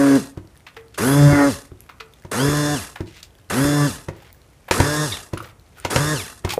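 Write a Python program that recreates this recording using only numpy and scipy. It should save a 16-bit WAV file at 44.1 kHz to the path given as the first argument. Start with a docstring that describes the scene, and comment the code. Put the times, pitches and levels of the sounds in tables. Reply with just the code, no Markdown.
"""A stick blender hums in a pot of stiff paste, close by in a kitchen: the first of six short bursts.
Each is rotating machinery under load: shaft and blades sound harmonics of the turning rate, the
rotor slots whine and the brushes hiss, until friction brakes the motor.
Impacts of the head excite the damped modes of pot and shaft, and the paste snaps, smacks and
crackles as it tears, ringing the air cavities inside it."""
import sys
import numpy as np
from scipy import signal
from scipy.fft import rfft, irfft, next_fast_len
from scipy.io import wavfile
from scipy.ndimage import map_coordinates

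SR = 44100
rng = np.random.default_rng(int(sys.argv[2]) if len(sys.argv) > 2 else 0)


def waveform_to_disk(signal):
    """Save audio, clipped to [-1, 1], as 16-bit WAV at the path in sys.argv[1]."""
    frames = np.transpose(np.atleast_2d(signal))
    scaled = np.clip(frames, -1, 1) * 32767
    samples = np.round(scaled).astype(np.int16)
    wavfile.write(sys.argv[1], SR, samples)


N = 290619
TIME = np.arange(N) / SR


def amp(db):
    """Decibels to amplitude ratio."""
    return 10 ** (np.asarray(db) / 20)


def unit(x):
    """Normalisation to rms 1."""
    return x / np.sqrt(np.mean(x ** 2) + 1e-20)


def noise(samples=N):
    """Gaussian white noise."""
    return rng.standard_normal(samples)


def wobble(rate):
    """Random modulation: a spline through rate knots a second."""
    knots = noise(int(N * rate / SR) + 4)
    coarse = np.arange(0, N, 32)
    return np.interp(np.arange(N), coarse, map_coordinates(knots, [coarse * rate / SR]))


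def swell(t, centre, width):
    """Gaussian pulse of height 1."""
    return np.exp(-((t - centre) / width) ** 2)


def rise(t, time_constant):
    """Exponential approach to 1."""
    return 1 - np.exp(-t / time_constant)


def fade(t, t60):
    """Exponential decay by 60 dB in t60."""
    return np.exp(-np.log(1000) * t / t60)


def along(points, hz):
    """Interpolation of (frequency, value) points on a log frequency axis."""
    frequencies, values = np.transpose(points)
    return np.interp(np.log(hz + 1), np.log(frequencies), values)


def filtered(x, response):
    """Linear filtering: the spectrum times a frequency response."""
    size = next_fast_len(len(x) + 8192)
    return irfft(rfft(x, size) * response(np.fft.rfftfreq(size, 1 / SR)), size)[:len(x)]


def coloured(x, spectrum):
    """Spectral shaping, at rms 1."""
    return unit(filtered(x, lambda hz: amp(along(spectrum, hz))))


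def resonance(hz, centre_hz, q):
    """Response of a damped oscillator, 1 at its centre."""
    return 1 / (1 + 1j * q * (hz / centre_hz - centre_hz / (hz + 1)))


def add(track, start_s, sound):
    """Superposition of a sound on the track."""
    part = track[max(round(start_s * SR), 0):][:len(sound)]
    part += sound[:len(part)]


def harmonics(orders, turns, waver_db, waver_hz, jitter_rad):
    """Harmonic series of the shaft rate, each partial modulated in level and phase; rms 1."""
    out = np.zeros(N)
    for order, db in orders:
        phase = 2 * np.pi * (order * turns + rng.random()) + jitter_rad * wobble(70)
        out += amp(db + waver_db * wobble(waver_hz)) * np.sin(phase)
    return unit(out)


# Motor bursts: (on [s], off [s], first shaft rate [Hz], last shaft rate [Hz], paste load [0-1],
# relative shaft wobble [dB], spray level [dB])
BURSTS = [(-.3, 0.166, 150.7, 136.3, .95, -30.5, -45), (.975, 1.487, 151, 140.5, .65, -26, -31),
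          (2.312, 2.746, 151.7, 147, .45, -27.5, -39), (3.497, 3.866, 155, 144.5, .6, -25.5, -36),
          (4.711, 5.048, 150.5, 153, 0.1, -30.5, -56), (5.899, 6.133, 160, 156, .08, -27.5, -60.5)]
# Lumps drawn into the blade: (time [s], half length [s], added load [fraction of full load],
# change of shaft wobble [dB], rasp level [dB])
PASTE_LUMPS = [(1.23, 0.093, 0.069, 9, -33), (1.404, .08, .33, -9, -23)]
def motor_drive():
    """Inertia and friction set the shaft's motion; speed and load set the gain of each motor sound."""
    switch_s, spin_up_s, free_coast_s = 0.0058, 0.038, 0.37
    lump_load = sum(more * swell(TIME, s, width) for s, width, more, _, _ in PASTE_LUMPS)
    lump_db = sum(db * swell(TIME, s, width) for s, width, _, db, _ in PASTE_LUMPS)
    bursts = []
    for on, off, first_hz, last_hz, paste_load, shake_db, spray_db in BURSTS:
        age = np.maximum(TIME - on, 0)
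        load = paste_load + lump_load
        started = np.clip(age / switch_s, 0, 1)
        spin_up = 1 - np.exp(-(age / spin_up_s) ** 0.78)
        stop_s = free_coast_s * (1 - 0.45 * np.interp(off, TIME, load))  # load shortens the run-down
        coast = np.clip(1 - (TIME - off) / stop_s, 0, 1) ** 2
        fresh_db = 3.5 * swell(age, 0.058, 0.15)  # the blade meets fresh paste, then digs a hollow
        cutting = started * coast ** 5
        bursts.append(dict(
            speed=spin_up * coast,  # fraction of full speed
            shaft_hz=spin_up * coast * np.interp(TIME, [on, off], [first_hz, last_hz]),
            strain=started * (1 - spin_up),  # current is largest before the shaft is up to speed
            shake=started * coast ** 2.7 * spin_up ** 3 * amp(shake_db + lump_db + fresh_db),
            beat=cutting * spin_up ** 3 * amp(-32 + 20 * load + fresh_db),
            throb=cutting * spin_up ** 2 * amp(-31.5 + 13.5 * load ** 2 + 1.43 * fresh_db),
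            churn=cutting * amp(-30 + 0.44 * fresh_db),
            brush=started * np.tanh(0.95 * coast) * amp(-27 - 4 * load ** 2),
            whine=spin_up * np.tanh(0.63 * coast) * amp(-32 - 12 * load ** 2 + 2.4 * load * fresh_db),
            spray=started * coast * amp(spray_db) * swell(age, 0.11, 0.084)))
    drive = {key: sum(burst[key] for burst in bursts) for key in bursts[0]}
    drive["turns"] = np.cumsum(drive["shaft_hz"] * (1 + 0.002974 * wobble(35))) / SR
    drive["slack"] = np.clip(1 - drive["speed"], 0, 1)
    return drive


# Low and high blade overtones: (order [multiple of shaft rate], relative level [dB])
THROB_ORDERS = [(3, -5), (4, 2), (5, -10)]
GROWL_ORDERS = [(6, -7.5), (7, -2), (8, -2.5), (9, -25), (10, -9), (11, -4), (12, -1.5), (13, -9),
                (14, -19)]
def blade_hum(drive):
    """Periodic forcing: the shaft shakes once a turn; two blades beat the paste, adding overtones."""
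    turns = drive["turns"]
    shake = harmonics([(1, 0)], turns, waver_db=3, waver_hz=18, jitter_rad=0.12)
    beat = harmonics([(2, 0)], turns, waver_db=-0.7, waver_hz=14, jitter_rad=0.092)
    throb = harmonics(THROB_ORDERS, turns, waver_db=3.5, waver_hz=13, jitter_rad=0.11)
    growl = harmonics(GROWL_ORDERS, turns, waver_db=3.5, waver_hz=18, jitter_rad=0.3)
    hum = amp(4) * drive["shake"] * shake + drive["beat"] * beat + drive["throb"] * throb
    return hum + drive["churn"] * drive["speed"] ** 2 * growl


# Spectra of churned paste and of the bumped pot: (frequency [Hz], relative density [dB])
CHURN_SPECTRUM = [(100, -10), (250, -1.5), (450, 7), (800, -3.5), (1300, 2.5), (1900, -2), (2400, -9),
                  (4000, -26.5)]
RUMBLE_SPECTRUM = [(20, -10), (40, 0), (90, 5), (200, -7.5), (400, -14), (900, -56)]
def churning(drive):
    """Amplitude-modulated noise: paste tears at every blade pass, and lumps of it bump the pot."""
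    passes = 1 + 0.28 * np.cos(2 * np.pi * 2 * drive["turns"])
    tearing = drive["churn"] * (amp(-17.5) + amp(2) * np.sqrt(drive["strain"]))
    tearing += amp(-10) * drive["throb"] + amp(-15.5) * drive["brush"]
    slosh = coloured(noise() * passes * amp(1.95 * wobble(250)), CHURN_SPECTRUM)
    bumps = coloured(noise() * amp(3.2 * wobble(13)), RUMBLE_SPECTRUM)
    return tearing * slosh + amp(-10) * drive["shake"] * bumps


# Successive harmonics of the slot rate: (relative level [dB])
SLOT_LEVELS = [0, 1, -1, -1, -1]
# Radiation of the small housing, weak in the bass: (frequency [Hz], gain [dB])
HOUSING_RESPONSE = [(500, -30), (1000, -2), (1800, 2), (3600, 1), (4300, -3), (5100, 5), (5900, -1),
                    (7200, 0), (9000, -2), (12000, -3)]
def rotor_whine(drive, slots=12):
    """Slot-passing tones with sidebands one shaft rate away, roughened by bearing rattle."""
    orders = [(slots * k + side, db + side_db) for k, db in enumerate(SLOT_LEVELS, 1)
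              for side, side_db in [(-1, -9), (0, 0), (1, -7)]]
    jitter = 0.22 + 5 * drive["slack"] + 2 * drive["throb"]
    tones = harmonics(orders, drive["turns"], waver_db=3, waver_hz=20, jitter_rad=jitter)
    rattle = 1 + (0.04 + 2.1 * np.sqrt(drive["slack"])) * wobble(260)
    return drive["whine"] * coloured(tones * rattle * drive["speed"], HOUSING_RESPONSE)


def commutator_scrape(drive):
    """Sliding friction: the brushes ride the same rough track at every turn."""
    track = noise(256)
    return map_coordinates(track, [drive["turns"] % 1 * len(track)], mode="grid-wrap") * drive["speed"]


# Spectrum of the brush hiss: (frequency [Hz], relative density [dB])
BRUSH_SPECTRUM = [(900, 3), (1900, 3), (2300, -14), (2700, 2), (3100, -6.5), (3600, 0.5), (4200, -1.5),
                  (5200, 0), (7600, -0.5), (8600, 2), (9600, -3), (11900, -4), (13300, -14), (15400, -55)]
def brushes(drive, scrape):
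    """Contact noise: brushes spark more at high current and chatter in their holders at middle speeds."""
    spark_db = 3.25 * wobble(300) + 2 * np.cos(2 * np.pi * drive["turns"]) + 7.4 * drive["strain"]
    hiss = amp(-1) * coloured(1.32 * scrape + noise() * amp(spark_db), BRUSH_SPECTRUM)
    chatter = unit(filtered(noise(), lambda hz: resonance(hz, 10800, q=5.5) ** 2))
    chatter *= amp(3 + 2 * wobble(14)) * drive["speed"] * drive["slack"]
    return drive["brush"] * (hiss + chatter)


def pot_walls(x):
    """Comb filtering: quick echoes between the walls of the pot ripple the spectrum."""
    echoes = np.zeros(SR // 150)
    echoes[0] = 1
    echoes[rng.integers(SR // 2000, len(echoes), size=10)] = 0.2 * rng.choice([-1, 1], size=10)
    return np.convolve(x, echoes / np.linalg.norm(echoes))[:N]


# Spectrum of the quiet kitchen: (frequency [Hz], relative density [dB])
AMBIENT_SPECTRUM = [(20, -18), (55, 11.5), (120, 4), (200, -6.5), (450, -6.5), (1300, -15.5), (4000, -25),
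                    (11500, -26), (15400, -39)]
def ambient_noise():
    """Stationary noise: a faint, mostly low background."""
    return amp(-51.5) * coloured(noise(), AMBIENT_SPECTRUM)


def ring(modes, t, scatter_db, detune):
    """Free vibration: damped modes, a little different at every blow, with a 1 ms onset."""
    out = np.zeros(len(t))
    for hz, db, t60 in modes:
        gain = amp(db + scatter_db * rng.normal())
        mode_hz = hz * (1 + detune * rng.normal())
        out += gain * fade(t, t60) * np.sin(2 * np.pi * mode_hz * t)
    return out / np.abs(out).max() * rise(t, 0.001)


# Modes of the full pot and the plastic shaft and head: (frequency [Hz], relative level [dB], t60 [s])
POT_MODES = [(64, -33, 0.08), (98, -2.5, 0.13), (121.6, 1, 0.073), (183, -4, 0.065), (254, -8.5, 0.08),
             (327.3, 2, 0.053)]
HEAD_MODES = [(535, 3, 0.059), (563, 5.5, 0.041), (660, -24, 0.05), (944, 10, 0.036), (1220, -13, 0.018),
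              (1830, -16, 0.0062)]
# Spectrum of hard contact: (frequency [Hz], relative density [dB])
CRACK_SPECTRUM = [(300, 3.5), (1000, -8), (2200, -0.5), (4000, -6.5), (6000, -7), (11000, -19),
                  (15000, -32)]
# Blows of the head on the pot: (time [s], thud level [dB], relative clack level [dB])
BLOWS = [(.374, -14.5, -40), (1.327, -2.5, -38), (1.718, -22, -67), (2.249, -20.5, -40.5), (2.486, -7, -34),
         (3.006, -8.5, -35.5), (3.646, -7.5, -34), (4.085, -11.5, -32), (4.71, -12, -14.5),
         (4.801, 1.5, -16.5), (5.334, -8, -30), (5.849, -13, -20.5), (5.96, -3, -15.5),
         (6.448, -6.5, -24.5)]
def thumps():
    """Impact excitation: the pot thuds, its hollow answers; through thin paste the head clacks too."""
    out, t = np.zeros(N), np.arange(SR // 4) / SR
    for s, thud_db, clack_db in BLOWS:
        thud = amp(thud_db) * ring(POT_MODES, t, scatter_db=-1, detune=0.065)
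        clack = amp(clack_db + 12.5) * ring(HEAD_MODES, t, scatter_db=3, detune=0.017)
        hollow = amp(clack_db + 0.5) * coloured(noise(len(t)), CHURN_SPECTRUM)
        hollow *= rise(t, 0.0031) * fade(t, 0.071)
        # the crack grows faster than the clack as the contact hardens
        crack = amp(13.5 + 1.323 * clack_db) * coloured(noise(len(t)), CRACK_SPECTRUM)
        crack *= rise(t, 0.00063) * (fade(t, 0.017) + 0.17 * fade(t, 0.12))
        add(out, s, thud + clack + hollow + crack)
        # paste squashes under the head just before it lands
        squash = amp(thud_db - 27) * coloured(noise(len(t)), CHURN_SPECTRUM) * fade(t[::-1], 0.03)
        add(out, s - t[-1], squash)
    return out


def snap(hz, cycles):
    """Film rupture: a noisy ping of peak 1 that falls 60 dB in the given cycles."""
    t = np.arange(SR // 50) / SR
    ping = (np.sin(2 * np.pi * hz * t) + 0.5 * noise(len(t))) * fade(t, cycles / hz)
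    return ping / np.abs(ping).max()


# The clearest films of paste snapping: (time [s], peak level [dB], frequency [Hz])
FILM_SNAPS = [(0.575, -34, 9400), (1.806, -24.5, 11700), (2.1367, -34, 3520), (3.2306, -24.5, 4700),
              (4.3287, -27, 14700), (5.378, -21.5, 10100), (5.8003, -26, 9100)]
def sticky_paste():
    """Shot noise: films burst at random under a few clear snaps, over faint smear and handling rumble."""
    out = np.zeros(N)
    for s, db, hz in FILM_SNAPS:
        add(out, s, amp(db) * snap(hz, cycles=44))
    for when, size, pitch in rng.random(size=(260, 3)):
        add(out, when * N / SR, amp(-47.5 + 9.9 * size ** 3) * snap(1500 * 7 ** pitch, cycles=24))
    smear = amp(-70 + 3.5 * wobble(12) + 3 * wobble(300)) * coloured(noise(), CRACK_SPECTRUM)
    handling = amp(-58 + 2 * wobble(7)) * coloured(noise(), RUMBLE_SPECTRUM)
    return out + smear + handling


def tear(cavity_hz, hold_s, t60):
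    """Cavity resonance: air crackles through a tear in the paste and rings the hollow behind it."""
    t = np.arange(SR // 2) / SR
    flicker_db = 3.5 * wobble(359) + 2.5 * wobble(45)
    crackle = noise(len(t)) * amp(flicker_db[:len(t)])
    hollow = unit(filtered(crackle, lambda hz: resonance(hz, cavity_hz, q=0.57) ** 2 + 0.084))
    return hollow * rise(t, 0.0015) * fade(np.maximum(t - hold_s, 0), t60)


# Paste tearing open: (time [s], level [dB], cavity frequency [Hz])
PASTE_TEARS = [(.665, -33.5, 1620), (.764, -32.5, 1450), (0.941, -37, 2720), (1.891, -34, 1240),
               (2.0, -35, 1720), (2.957, -31.5, 1290), (3.227, -36.5, 3660), (4.681, -28.5, 930),
               (5.373, -35, 2000), (6.474, -33, 900)]
def smacks():
    """Transient excitation: each sudden tear sounds its cavity briefly."""
    out = np.zeros(N)
    for s, db, cavity_hz in PASTE_TEARS:
        add(out, s, amp(db) * tear(cavity_hz, hold_s=0.0021, t60=0.085))
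    return out


# Air pockets opening: (time [s], frequency [Hz], level [dB], t60 [s], roughness [rad])
AIR_POCKETS = [(.768, 452, -37, 0.47, 0.08), (2.003, 445, -40, .3, .08), (4.089, 542, -30, 0.11, 1.2),
               (5.121, 3687, -20, 0.14, 1.1), (5.373, 1375, -20.5, 0.026, 1),
               (5.403, 1116, -19.5, 0.025, 1.34), (6.578, 494, -4.5, 0.022, .3)]
def air_pockets():
    """Damped resonance: pockets ring or squeak, phase-modulated by their fluttering soft walls."""
    out, t = np.zeros(N), np.arange(SR // 2) / SR
    for s, hz, db, t60, roughness in AIR_POCKETS:
        phase = 2 * np.pi * hz * t + roughness * wobble(542)[:len(t)]
        add(out, s, amp(db) * np.sin(phase) * rise(t, 0.00042) * fade(t, t60))
    return out


def spray(drive, scrape):
    """Narrow-band noise: spray whizzes off the blade near full speed, partly in step with its turns."""
    droplets = scrape + 1.4 * noise()
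    return drive["spray"] * unit(filtered(droplets, lambda hz: resonance(hz, 10900, q=4.3) ** 2))


def lump_rasp(drive):
    """Forced resonance: the blade chops a lump once a turn and rings a hollow."""
    orders = [(order, 0) for order in range(5, 16)]
    chops = harmonics(orders, drive["turns"], waver_db=3.5, waver_hz=30, jitter_rad=0.45)
    rasp = unit(filtered(chops, lambda hz: resonance(hz, 1100, q=1)))
    envelope = sum(amp(db) * swell(TIME, s, width) for s, width, _, _, db in PASTE_LUMPS)
    return rasp * envelope * drive["speed"] ** 4


# The head dragging through paste: (time [s], length [s], relative level [dB], cavity frequency [Hz])
HEAD_DRAGS = [(3.057, 0.15, -48, 2600), (4.124, 0.18, -50, 1740), (5.402, .11, -44, 1840),
              (5.756, 0.092, -45.5, 1670), (6.49, 0.048, -25, 2830)]
def drags():
    """Sustained excitation: a long tear sounds its cavity while small bubbles burst."""
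    out = np.zeros(N)
    for s, length, db, cavity_hz in HEAD_DRAGS:
        add(out, s, amp(db - 4) * tear(cavity_hz, hold_s=length, t60=0.023))
        for when, faintness, lowness in rng.random(size=(10, 3)):
            bubble = snap(cavity_hz * 0.18 ** lowness, cycles=43)
            add(out, s + when * length, amp(db + 13.5 - 26 * faintness) * bubble)
    return out


# Reverberation time of the kitchen: (frequency [Hz], t60 [s])
KITCHEN_T60 = [(100, 0.4), (1000, 0.37), (5000, 0.13), (14000, 0.25)]
def kitchen(x):
    """Reverberation: a short diffuse tail in which the treble dies first."""
    hz, t, spectra = signal.stft(noise(SR // 2), SR, nperseg=256)
    decay = fade(t, along(KITCHEN_T60, hz)[:, None])
    _, tail = signal.istft(spectra * decay, SR, nperseg=256)
    delayed = np.pad(x, (200, 0))
    return signal.fftconvolve(delayed, tail / np.linalg.norm(tail))[:N]


def scene():
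    """Superposition of the direct sound of blender, pot and paste with the kitchen's diffuse field."""
    drive = motor_drive()
    scrape = commutator_scrape(drive)
    blender = blade_hum(drive) + churning(drive) + rotor_whine(drive) + lump_rasp(drive)
    blender += pot_walls(brushes(drive, scrape) + spray(drive, scrape))
    pot_and_paste = thumps() + sticky_paste() + smacks() + air_pockets() + drags()
    room = kitchen(amp(-17) * blender + amp(-9) * pot_and_paste)
    return (blender + pot_and_paste + room + ambient_noise())[None]


def record(dry):
    """Band limiting and saturation: deep bass is thinned, peaks clip and the top treble is cut."""
    bass_hz, top_hz = 32, 15500
    thinned = filtered(dry[0], lambda hz: (1j * hz / (1j * hz + bass_hz)) ** 2)
    return filtered(np.clip(thinned, -1, 1), lambda hz: hz < top_hz)[None]


dry = scene()
out = record(dry)
waveform_to_disk(out)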